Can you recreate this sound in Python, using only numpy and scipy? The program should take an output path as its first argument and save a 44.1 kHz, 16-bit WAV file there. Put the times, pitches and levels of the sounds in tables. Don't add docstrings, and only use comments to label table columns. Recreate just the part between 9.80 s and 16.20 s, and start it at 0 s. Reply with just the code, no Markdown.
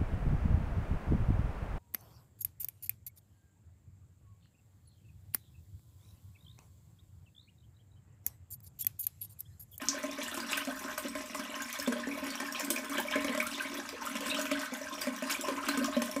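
import sys
import numpy as np
from scipy import signal
from scipy.io import wavfile

SR = 44100
rng = np.random.default_rng(int(sys.argv[2]) if len(sys.argv) > 2 else 0)


def persist_wave(psi):
    counts = np.round(np.clip(psi, -1, 1) * 32767).astype(np.int16)
    wavfile.write(sys.argv[1], SR, np.atleast_2d(counts).T)


N = 282240

TIME = np.arange(N) / SR
YIELD_S, CRACK_S = 0.005, 0.00068
SHORT_RING_CYCLES, LONG_RING_CYCLES = 14, 21


def to_gain(db):
    return 10 ** (np.asarray(db) / 20)


def levelled(x):
    return x / np.sqrt(np.mean(x ** 2) + 1e-20)


def die_away(t, t60):
    return np.exp(-np.log(1000) * t / t60)


def mix_in(mix, s, sound):
    start = round(s * SR)
    part = mix[max(start, 0):]
    sound = sound[max(-start, 0):][:len(part)]
    part[:len(sound)] += sound


def shape_tone(x, points, size=4096):
    hz, db = np.transpose(points)
    bin_hz = abs(np.fft.fftfreq(size, 1 / SR))
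    log_gain = np.log(to_gain(np.interp(np.log(bin_hz + 1), np.log(hz), db)))
    taps = np.fft.ifft(np.exp(np.conj(signal.hilbert(log_gain)))).real
    return signal.oaconvolve(x, taps[:size // 2])[:len(x)]


def cut_lows(x, hz, order=2):
    return signal.sosfilt(signal.butter(order, hz, "high", fs=SR, output="sos"), x)


# delay in seconds, gain.
PORCELAIN_ECHOES = [(.00055, 0.24), (.0013, 0.22), (.0033, 0.2), (.0058, 0.12), (.011, 0.16),
                    (0.0153, 0.15)]
# pitch in Hz, ring time in seconds, strength in dB.
AIR_NOTES = [(204.5, 0.66, 21.5), (239.4, 0.47, 24), (263, 0.22, 19.5), (280.1, 0.43, 26),
             (342.8, 0.19, 15), (455, 0.26, 9), (513.6, 0.21, 11.5), (578.3, 0.073, 16),
             (610.2, 0.34, 22.5), (970, 0.26, 10.5), (1011.5, 0.27, 12.5), (1046.6, 0.28, 20),
             (1193, 0.28, 5), (1503, 0.16, 7), (1502, 1, 4), (1806, 0.34, 10.5), (1892, 0.23, 3),
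             (1986, 0.32, 12.5), (2224, 0.16, 14.5), (2255, 0.22, 10), (2621, 0.11, 3.5)]

def bowl_response(spot_db=2.5, spot_detune=0.006):
    t = TIME[:SR // 2]
    path = np.zeros(len(t))
    for delay, gain in [(0.00016, 0.91)] + PORCELAIN_ECHOES:
        mix_in(path, delay, np.array([gain]))
    scatter, room = rng.standard_normal((2, len(t))) * (1 - die_away(t, 0.0015))
    tail = to_gain(-5.5) * levelled(scatter * die_away(t, 0.063))
    tail += to_gain(0.5) * levelled(room * die_away(t, 0.2))
    path += cut_lows(tail, 326) / np.sqrt(len(t))
    for (hz, t60, db), (louder, higher) in zip(AIR_NOTES, rng.uniform(-1.2, 1, (len(AIR_NOTES), 2))):
        hz *= 1 + spot_detune * higher
        db += spot_db * louder
        ring = die_away(t, t60)
        path += to_gain(db) * 2 * ring / ring.sum() * np.cos(2 * np.pi * hz * t)
    return cut_lows(path, 117, order=4)


def in_bowl(sound, spots, peak_db, direct=0):
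    wet = signal.fftconvolve(sound, spots[int(rng.random() * len(spots))])
    mix_in(wet, 0, direct * cut_lows(sound, 230, order=4))
    return to_gain(peak_db) * wet / abs(wet).max()


def wander_over_pool(source, spots, per_s=14):
    steps = rng.random(400) * (len(spots) - 1)
    where = np.interp(TIME * per_s, np.arange(len(steps)), steps)
    out = np.zeros(N)
    for spot, path in enumerate(spots):
        nearness = np.maximum(1 - abs(where - spot), 0)
        out += signal.oaconvolve(source * np.sqrt(nearness), path)[:N]
    return out


def unevenness(per_s):
    steps = rng.standard_normal(1000)
    return np.interp(TIME * per_s, np.arange(len(steps)), steps)


def air_bubble(hz, swell_s, cycles, rise):
    t60 = cycles / hz
    t = np.arange(-swell_s, t60, 1 / SR)
    level = np.where(t < 0, np.cos(np.pi / 2 * t / swell_s) ** 2, die_away(t, t60))
    return level * np.sin(2 * np.pi * np.cumsum(hz * 2 ** (rise * t)) / SR)


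def wet_burst(hz, t60, octaves=1):
    t = TIME[:SR // 25]
    band = signal.butter(1, [hz / 2 ** octaves, min(hz * 2 ** octaves, SR / 2 - 1)], "band", fs=SR)
    return levelled(signal.lfilter(*band, rng.standard_normal(len(t)))) * die_away(t, t60)


# pitch in Hz, strength in dB.
BUBBLE_STRENGTHS = [(240, -6), (450, -5.5), (750, -2.5), (1050, -6.5), (1600, 3), (2400, -1), (3100, 14),
                    (4200, 6.5), (5800, -1.5), (8000, -11), (13000, -2.5)]

def bubble_swarm(low_hz, high_hz, spread_db, cycles, swell_cycles, rise, count, sizes=130):
    out = np.zeros(N)
    for step, (jitter, length, onset, climb) in enumerate(rng.random((sizes, 4))):
        hz = low_hz * (high_hz / low_hz) ** ((step + jitter) / sizes)
        swell_s = (0.5 + swell_cycles * onset ** 2) / hz
        ping = air_bubble(hz, swell_s, cycles * (0.5 + length), 2 * rise * climb)
        ping *= to_gain(np.interp(hz, *np.transpose(BUBBLE_STRENGTHS)))
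        when, chance = rng.random((2, count))
        for start, gain in zip(when * N / SR, to_gain(-spread_db * np.log(chance + 0.052))):
            mix_in(out, start, gain * ping)
    return out


def droplets(low_hz=4200, high_hz=14000, spread_db=4, tilt_db=-3, crack_db=4, ping_db=6, count=450):
    out = np.zeros(N)
    for when, pitch, softness in rng.random((count, 3)):
        hz = low_hz * (high_hz / low_hz) ** pitch
        tick = wet_burst(hz, t60=0.035, octaves=0.25)
        tick *= 1 - die_away(TIME[:len(tick)], YIELD_S)
        tick += to_gain(crack_db) * wet_burst(hz, CRACK_S)
        mix_in(tick, 0, to_gain(ping_db) * air_bubble(hz, CRACK_S, LONG_RING_CYCLES, rise=10))
        db = tilt_db * pitch - spread_db * np.log(softness + 0.086)
        mix_in(out, when * N / SR, to_gain(db) * tick)
    return out


# frequency in Hz, boost or cut in dB.
SPRAY_TONE = [(100, -65), (600, 2.5), (1500, 11.5), (3000, 9), (4200, 8), (6000, 3), (9000, -2),
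              (12000, -10), (15000, -25)]

def fine_spray(per_s=600, spread_db=3.5, hiss_db=-6):
    landings = rng.random(N) < per_s / SR
    gains = to_gain(spread_db * np.minimum(rng.exponential(1, N), 4))
    ticks = landings * gains * rng.choice([-1, 1], N)
    return shape_tone(levelled(ticks) + to_gain(hiss_db) * rng.standard_normal(N), SPRAY_TONE)


def layer_gain(flow_db, surge, calm_db, follows, surge_db, usual_flow_db=-45):
    return np.hypot(to_gain(calm_db + follows * (flow_db - usual_flow_db)), to_gain(surge_db) * surge)


# time in seconds, surface bubbling in dB, deep churning in dB.
STREAM_FLOW = [(0.0, -44.5, -44.5), (0.73, -44, -42.5), (1.01, -44.5, -43.5), (1.34, -45.5, -42.5),
               (1.701, -45, -44), (1.991, -43, -53), (2.25, -41, -41.5), (2.78, -46, -42.5),
               (2.96, -45.5, -41), (3.53, -41.5, -49.5), (3.94, -44, -40), (4.28, -43, -45),
               (4.63, -42, -37.5), (4.83, -40.5, -50.5), (5.01, -46.5, -50), (5.191, -44.5, -46),
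               (5.759, -44.5, -41.5), (6.042, -40, -37.5), (6.4, -50.5, -47)]

def stream_layers():
    times, *levels = np.transpose(STREAM_FLOW)
    flow_db, churn_db = (np.interp(TIME, times, level) for level in levels)
    splash_surge, bubble_surge, spray_surge = stream_surges()
    lumps = to_gain(4.14 * np.tanh(unevenness(per_s=55)))
    churn = bubble_swarm(210, 758, spread_db=3, cycles=9.6, swell_cycles=1.91, rise=11.8, count=5)
    babble = bubble_swarm(782, 2288, spread_db=-2, cycles=15.7, swell_cycles=7.2, rise=18.6, count=20)
    splashing = bubble_swarm(2214, 5320, spread_db=6.5, cycles=SHORT_RING_CYCLES, swell_cycles=11.4,
                             rise=46.6, count=20)
    fizz = bubble_swarm(5350, 13030, spread_db=3.5, cycles=19, swell_cycles=19.7,
                        rise=42, count=5, sizes=400)
    layers = [(churn, to_gain(churn_db - 0.1)),
              (babble, layer_gain(flow_db, bubble_surge, calm_db=-46, follows=1, surge_db=-12.5)),
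              (splashing, layer_gain(flow_db, splash_surge, calm_db=-52, follows=1, surge_db=-6)),
              (fizz, layer_gain(flow_db, spray_surge, calm_db=-53.5, follows=0.046, surge_db=-37)),
              (droplets(), layer_gain(flow_db, spray_surge, calm_db=-54, follows=0.063, surge_db=-10.5)),
              (fine_spray(), layer_gain(flow_db, spray_surge, calm_db=-53, follows=0.76, surge_db=-33))]
    return [(source * lumps, gain) for source, gain in layers]


# frequency in Hz, boost or cut in dB.
RUMBLE_TONE = [(10, -12), (28, -17), (48, 0.5), (85, 3.5), (130, 1.5), (200, -7), (600, -24.5),
               (4000, -24.5)]
# time in seconds, level in dB.
RUMBLE_SWELLS = [(0, -61.5), (1.15, -56), (1.8, -63), (2.4, -55.5), (2.66, -66), (3.5, -56), (3.9, -60),
                 (5.5, -62.5), (5.73, -54), (5.9, -57), (6.4, -56)]

def low_rumble(heave_db=3):
    heaving = shape_tone(rng.standard_normal(N), RUMBLE_TONE) * to_gain(heave_db * unevenness(per_s=19))
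    return to_gain(np.interp(TIME, *np.transpose(RUMBLE_SWELLS))) * levelled(heaving)


def water_clap(hz):
    phase = 2 * np.pi * hz * TIME[:SR // 100]
    return phase * (2 - phase) * np.exp(-phase)


# frequency in Hz, boost or cut in dB.
SLAP_TONE = [(300, -9), (900, 8), (1600, 6.5), (3000, -2.5), (6000, -3), (10000, -1), (15000, -15)]
# start in seconds, the large part's level in dB
# and pitch in Hz, the small part's level in dB and rough pitch in Hz, the slap's level in dB.
AIR_POCKETS = [(0.017, -36, 266, -62, 615, -30.5), (0.082, -36.5, 277, -69, 620, -47),
               (0.143, -43, 305, -39.5, 587, -35), (0.237, -34, 271, -33, 616, -28),
               (.385, -45, 280, -35, 578, -35), (0.574, -32.5, 344, -67, 370, -27),
               (0.872, -29.5, 261.6, -36, 610, -32), (1.178, -46, 263, -63, 690, -23),
               (1.252, -27.5, 290, -38, 540, -51), (1.352, -33, 290, -37, 620, -26),
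               (1.547, -37, 282, -53, 596, -25), (1.989, -37.5, 278, -38.5, 594, -52),
               (2.075, -21.5, 243, -27, 540, -24), (2.123, -45, 237, -35, 473, -24.5),
               (2.272, -30.5, 278, -32, 463, -47), (2.424, -31, 265.4, -41, 610, -50),
               (2.467, -38, 276, -53, 594, -28), (2.601, -35, 269, -45, 640, -23),
               (2.903, -27, 327, -33, 570, -28.5), (2.99, -39, 262, -41, 597, -35),
               (3.098, -33.5, 283, -54, 600, -42), (3.181, -33, 348, -35, 560, -24),
               (3.3558, -24.5, 283, -29, 590, -25.5), (3.445, -28, 301, -34, 590, -25.5),
               (3.494, -29.5, 249, -32, 496, -28), (3.548, -39, 285, -33.5, 630, -24.5),
               (3.576, -31, 235, -34, 630, -20), (4.354, -33, 218, -74, 627, -27),
               (4.459, -35, 237, -38, 557, -26.5), (4.586, -46, 293, -32, 640, -33),
               (4.714, -26, 284, -30, 584, -22.5), (4.921, -32.5, 245, -39, 502, -39),
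               (5.012, -40.5, 276, -36, 620, -52), (5.27, -27, 249.6, -31.5, 563, -25.5),
               (5.423, -31, 263, -30.5, 650, -31), (5.593, -40, 293, -36, 377, -58),
               (5.684, -51, 346, -27, 560, -22.5), (5.886, -25.5, 292, -57, 605, -19),
               (5.974, -25, 258, -30, 455, -21), (6.012, -40, 265, -32, 550, -48),
               (6.166, -20, 240, -25.5, 574, -31), (6.219, -62, 230, -35.5, 600, -22.5),
               (6.363, -26.5, 280, -28.5, 548, -21.5)]

def pocket_gulps(spots, large_boost_db=1, small_boost_db=5, slap_boost_db=1):
    out, t = np.zeros(N), TIME[:SR // 25]
    for start, large_db, large_hz, small_db, small_hz, slap_db in AIR_POCKETS:
        large = air_bubble(large_hz, swell_s=0.00063, cycles=27.7, rise=0.98)
        mix_in(out, start, in_bowl(large, spots, large_db + large_boost_db, direct=3.7))
        small = to_gain(-11) * wet_burst(small_hz, t60=0.049)
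        mix_in(small, 0, air_bubble(small_hz * 0.913, swell_s=0.00056, cycles=24, rise=20))
        mix_in(small, 0, to_gain(-4) * water_clap(small_hz))
        mix_in(out, start, in_bowl(small, spots, small_db + small_boost_db, direct=1.5))
        tearing = np.repeat(to_gain(5 * rng.standard_normal(len(t))), SR // 1500)[:len(t)]
        closing = (1 - die_away(t, 0.009)) * die_away(t, 0.014)
        slap = shape_tone(rng.standard_normal(len(t)) * tearing * closing, SLAP_TONE)
        slap /= abs(slap).max()
        mix_in(slap, 0, to_gain(5) * water_clap(hz=1900))
        mix_in(out, start, in_bowl(slap, spots, slap_db + slap_boost_db, direct=0.96))
    return out


# start in seconds, level in dB, pitch in Hz, ring time in seconds.
BURSTING_BUBBLE = (.0855, -7.5, 6000, .0014)

def bubble_snap(spots, splash_db=-17):
    out = np.zeros(N)
    start, db, hz, t60 = BURSTING_BUBBLE
    burst = to_gain(splash_db) * wet_burst(1.5 * hz, t60=0.002)
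    mix_in(burst, 0, air_bubble(hz, swell_s=0.0003, cycles=hz * t60, rise=5))
    mix_in(out, start, in_bowl(burst, spots, db))
    return out


# loudest moment in seconds, level in dB, pitch in Hz.
LOUD_BUBBLES = [(0.188, -36.5, 1920), (.29, -32, 594), (.466, -36.5, 3030), (.633, -33.5, 1570),
                (.724, -32.5, 1050), (.811, -33.5, 3070), (.832, -36, 2640), (.89, -28.5, 756),
                (1.084, -32, 1500), (1.552, -33.5, 1140), (1.805, -30, 1590), (1.82, -37.5, 870),
                (2.024, -32, 1800), (2.083, -28, 470), (2.126, -28, 1595), (2.161, -32, 564),
                (2.239, -29.5, 1790), (2.316, -32.5, 2400), (2.377, -31, 633), (2.631, -33.5, 866),
                (2.689, -30, 1716), (2.76, -30.5, 2640), (2.939, -37, 1600), (2.965, -29, 2480),
                (2.802, -31, 590), (3.121, -30.5, 1144), (3.137, -35, 3480), (3.181, -27, 3165),
                (3.186, -26, 1695), (3.192, -32, 376), (3.2, -23, 859), (3.254, -33.5, 603),
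                (3.286, -27, 2390), (3.343, -23.5, 1786), (3.361, -26, 450), (3.363, -25, 2270),
                (3.485, -30.5, 493), (3.525, -32, 2120), (3.605, -18.5, 2370), (3.629, -30, 1246),
                (3.666, -30, 1430), (3.749, -34, 3770), (3.807, -24, 1580), (3.852, -32.5, 2220),
                (4.134, -33, 460), (4.223, -28.5, 950), (4.274, -26, 1365), (4.412, -33, 508),
                (4.503, -27, 3950), (4.518, -25.5, 2765), (4.571, -30.5, 1290), (4.603, -30, 1560),
                (4.616, -34, 1330), (4.755, -28, 1560), (5.114, -31.5, 1090), (5.484, -37, 1017),
                (5.506, -30, 2630), (5.553, -25.5, 2500), (5.639, -29, 619), (5.645, -29.5, 930),
                (5.687, -25.5, 409), (5.704, -30, 513), (5.781, -29.5, 995), (5.796, -31.5, 1390),
                (5.838, -27.5, 1350), (5.889, -27, 1596), (5.94, -28, 1600), (6.005, -30, 1605),
                (6.052, -26, 1200), (6.085, -26.5, 680), (6.126, -32.5, 1095)]

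def loud_bubbles(spots, trim_db=-1, swell_s=0.0083, shed_db=-8, shed_s=0.014, shed_octaves=0.37):
    out = np.zeros(N)
    for peak_s, db, hz in LOUD_BUBBLES:
        sound = np.zeros(SR // 16)
        rise = min(30, hz / 30)
        mix_in(sound, 0, air_bubble(hz, swell_s, LONG_RING_CYCLES, rise))
        mix_in(sound, swell_s, to_gain(-13) * wet_burst(hz, t60=0.033, octaves=0.48))
        for late, pitch in rng.random((2, 2)):
            shed_hz = hz * 2 ** (shed_octaves * (2 * pitch - 1))
            shed = air_bubble(shed_hz, 1 / hz, SHORT_RING_CYCLES, rise=0)
            mix_in(sound, swell_s / 2 + shed_s * late, to_gain(shed_db) * shed)
        mix_in(out, peak_s - swell_s, in_bowl(sound, spots, db + trim_db))
    return out


# start in seconds, level in dB, pitch of the ping in Hz.
FALLING_DROPS = [(.2306, -33, 5960), (0.313, -33.5, 5700), (0.4326, -28.5, 7400), (.574, -36, 9440),
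                 (0.602, -26, 4800), (0.72, -23.5, 3700), (0.773, -23, 8900), (0.776, -24, 1540),
                 (0.851, -27, 6700), (0.993, -29, 6640), (1.181, -24, 8630), (1.1983, -34, 12500),
                 (1.284, -29.5, 8200), (1.4594, -35, 7700), (1.598, -27.5, 1610), (1.8202, -29, 6900),
                 (1.9, -30, 11400), (1.928, -24.5, 5900), (1.989, -29, 6350), (1.9986, -22, 5300),
                 (2.026, -27, 8600), (2.5032, -29, 4500), (2.554, -31, 5740), (2.601, -37, 5400),
                 (2.724, -26, 5640), (2.7975, -24, 7200), (2.8084, -24.5, 5930), (2.8475, -27, 8000),
                 (2.9035, -13.5, 8530), (2.907, -18, 6000), (2.962, -26, 2300), (2.985, -29, 6140),
                 (3.0465, -29, 9100), (3.096, -28, 9300), (3.131, -32, 11700), (3.2003, -21.5, 10200),
                 (3.311, -28.5, 5230), (3.357, -41, 2110), (3.602, -21, 2110), (3.627, -27, 11700),
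                 (3.6687, -21, 9500), (3.779, -31, 3940), (3.822, -31, 9600), (3.942, -33.5, 6260),
                 (4.09, -28, 4900), (4.2626, -26, 7600), (4.3674, -32, 5640), (4.407, -26, 3110),
                 (4.546, -23.5, 3140), (4.596, -23, 2930), (4.614, -22, 6730), (4.655, -26, 1420),
                 (4.662, -29.5, 6400), (4.715, -27.5, 2370), (4.816, -28, 3090), (4.938, -27.5, 6670),
                 (5.015, -36, 5770), (5.138, -36, 7900), (5.213, -22.5, 8560), (5.217, -24, 4850),
                 (5.2297, -34, 8150), (5.3632, -30, 5860), (5.51, -21, 6560), (5.611, -26, 7600),
                 (5.885, -19.5, 8900), (5.888, -20, 4200), (6.044, -25.5, 5640), (6.058, -24.5, 7100),
                 (6.257, -29, 8270), (6.3134, -29, 5500)]

def falling_drops(spots, boost_db=2.5, crack_db=11):
    out = np.zeros(N)
    for start, db, hz in FALLING_DROPS:
        slap = wet_burst(hz * 0.75, t60=0.011)
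        slap *= 1 - die_away(TIME[:len(slap)], YIELD_S)
        mix_in(slap, 0, air_bubble(hz, swell_s=0.0012, cycles=25, rise=3.5))
        mix_in(slap, 0, to_gain(crack_db) * wet_burst(hz, CRACK_S, octaves=1.34))
        mix_in(out, start, in_bowl(slap, spots, db + boost_db, direct=0.34))
    return out


# start in seconds, length in seconds, then strength in dB of splashing, bubbling and spray.
STREAM_SURGES = [(0.416, 0.31, -43.5, -34.5, -38.5), (0.698, 0.12, -38.5, -29, -45),
                 (2.748, 0.046, -34, -28, -41), (3.121, 0.028, -46, -26, -39.5),
                 (3.306, 0.12, -38.5, -27, -44), (3.672, 0.12, -36, -36, -41.5),
                 (4.454, 0.34, -39.5, -42, -39), (5.474, 0.052, -37.5, -27.5, -29.5),
                 (5.882, 0.088, -39, -35, -49)]

def stream_surges(attack_s=0.0075, t60=0.17):
    gains = np.zeros((3, N))
    for start, length, *db in STREAM_SURGES:
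        attack = np.clip((TIME - start) / attack_s + 1, 0, 1)
        ending = die_away(np.maximum(TIME - start - length, 0), t60)
        gains += to_gain(db)[:, None] * attack * ending
    return gains


def scene():
    spots = [bowl_response() for _ in range(5)]
    layers = stream_layers()
    water = pocket_gulps(spots) + loud_bubbles(spots) + falling_drops(spots) + bubble_snap(spots)
    for source, gain in layers:
        water += gain * levelled(wander_over_pool(source, spots))
    return (water + low_rumble())[None]


# frequency in Hz, boost or cut in dB.
MICROPHONE_TONE = [(60, -3.5), (150, -9), (240, -2.5), (410, -6.5), (480, -3.5), (600, -1.5), (750, -7.5),
                   (1100, -1), (1700, -1), (3000, -0.5), (4200, -0.5), (6500, -2), (10000, -2), (15000, -1)]

def record(dry, cutoff_hz=15550):
    treble_cut = signal.firwin(401, cutoff_hz, window=("kaiser", 8), fs=SR)
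    return signal.oaconvolve(shape_tone(dry[0], MICROPHONE_TONE), treble_cut, "same")[None]


dry = scene()
out = record(dry)
persist_wave(out)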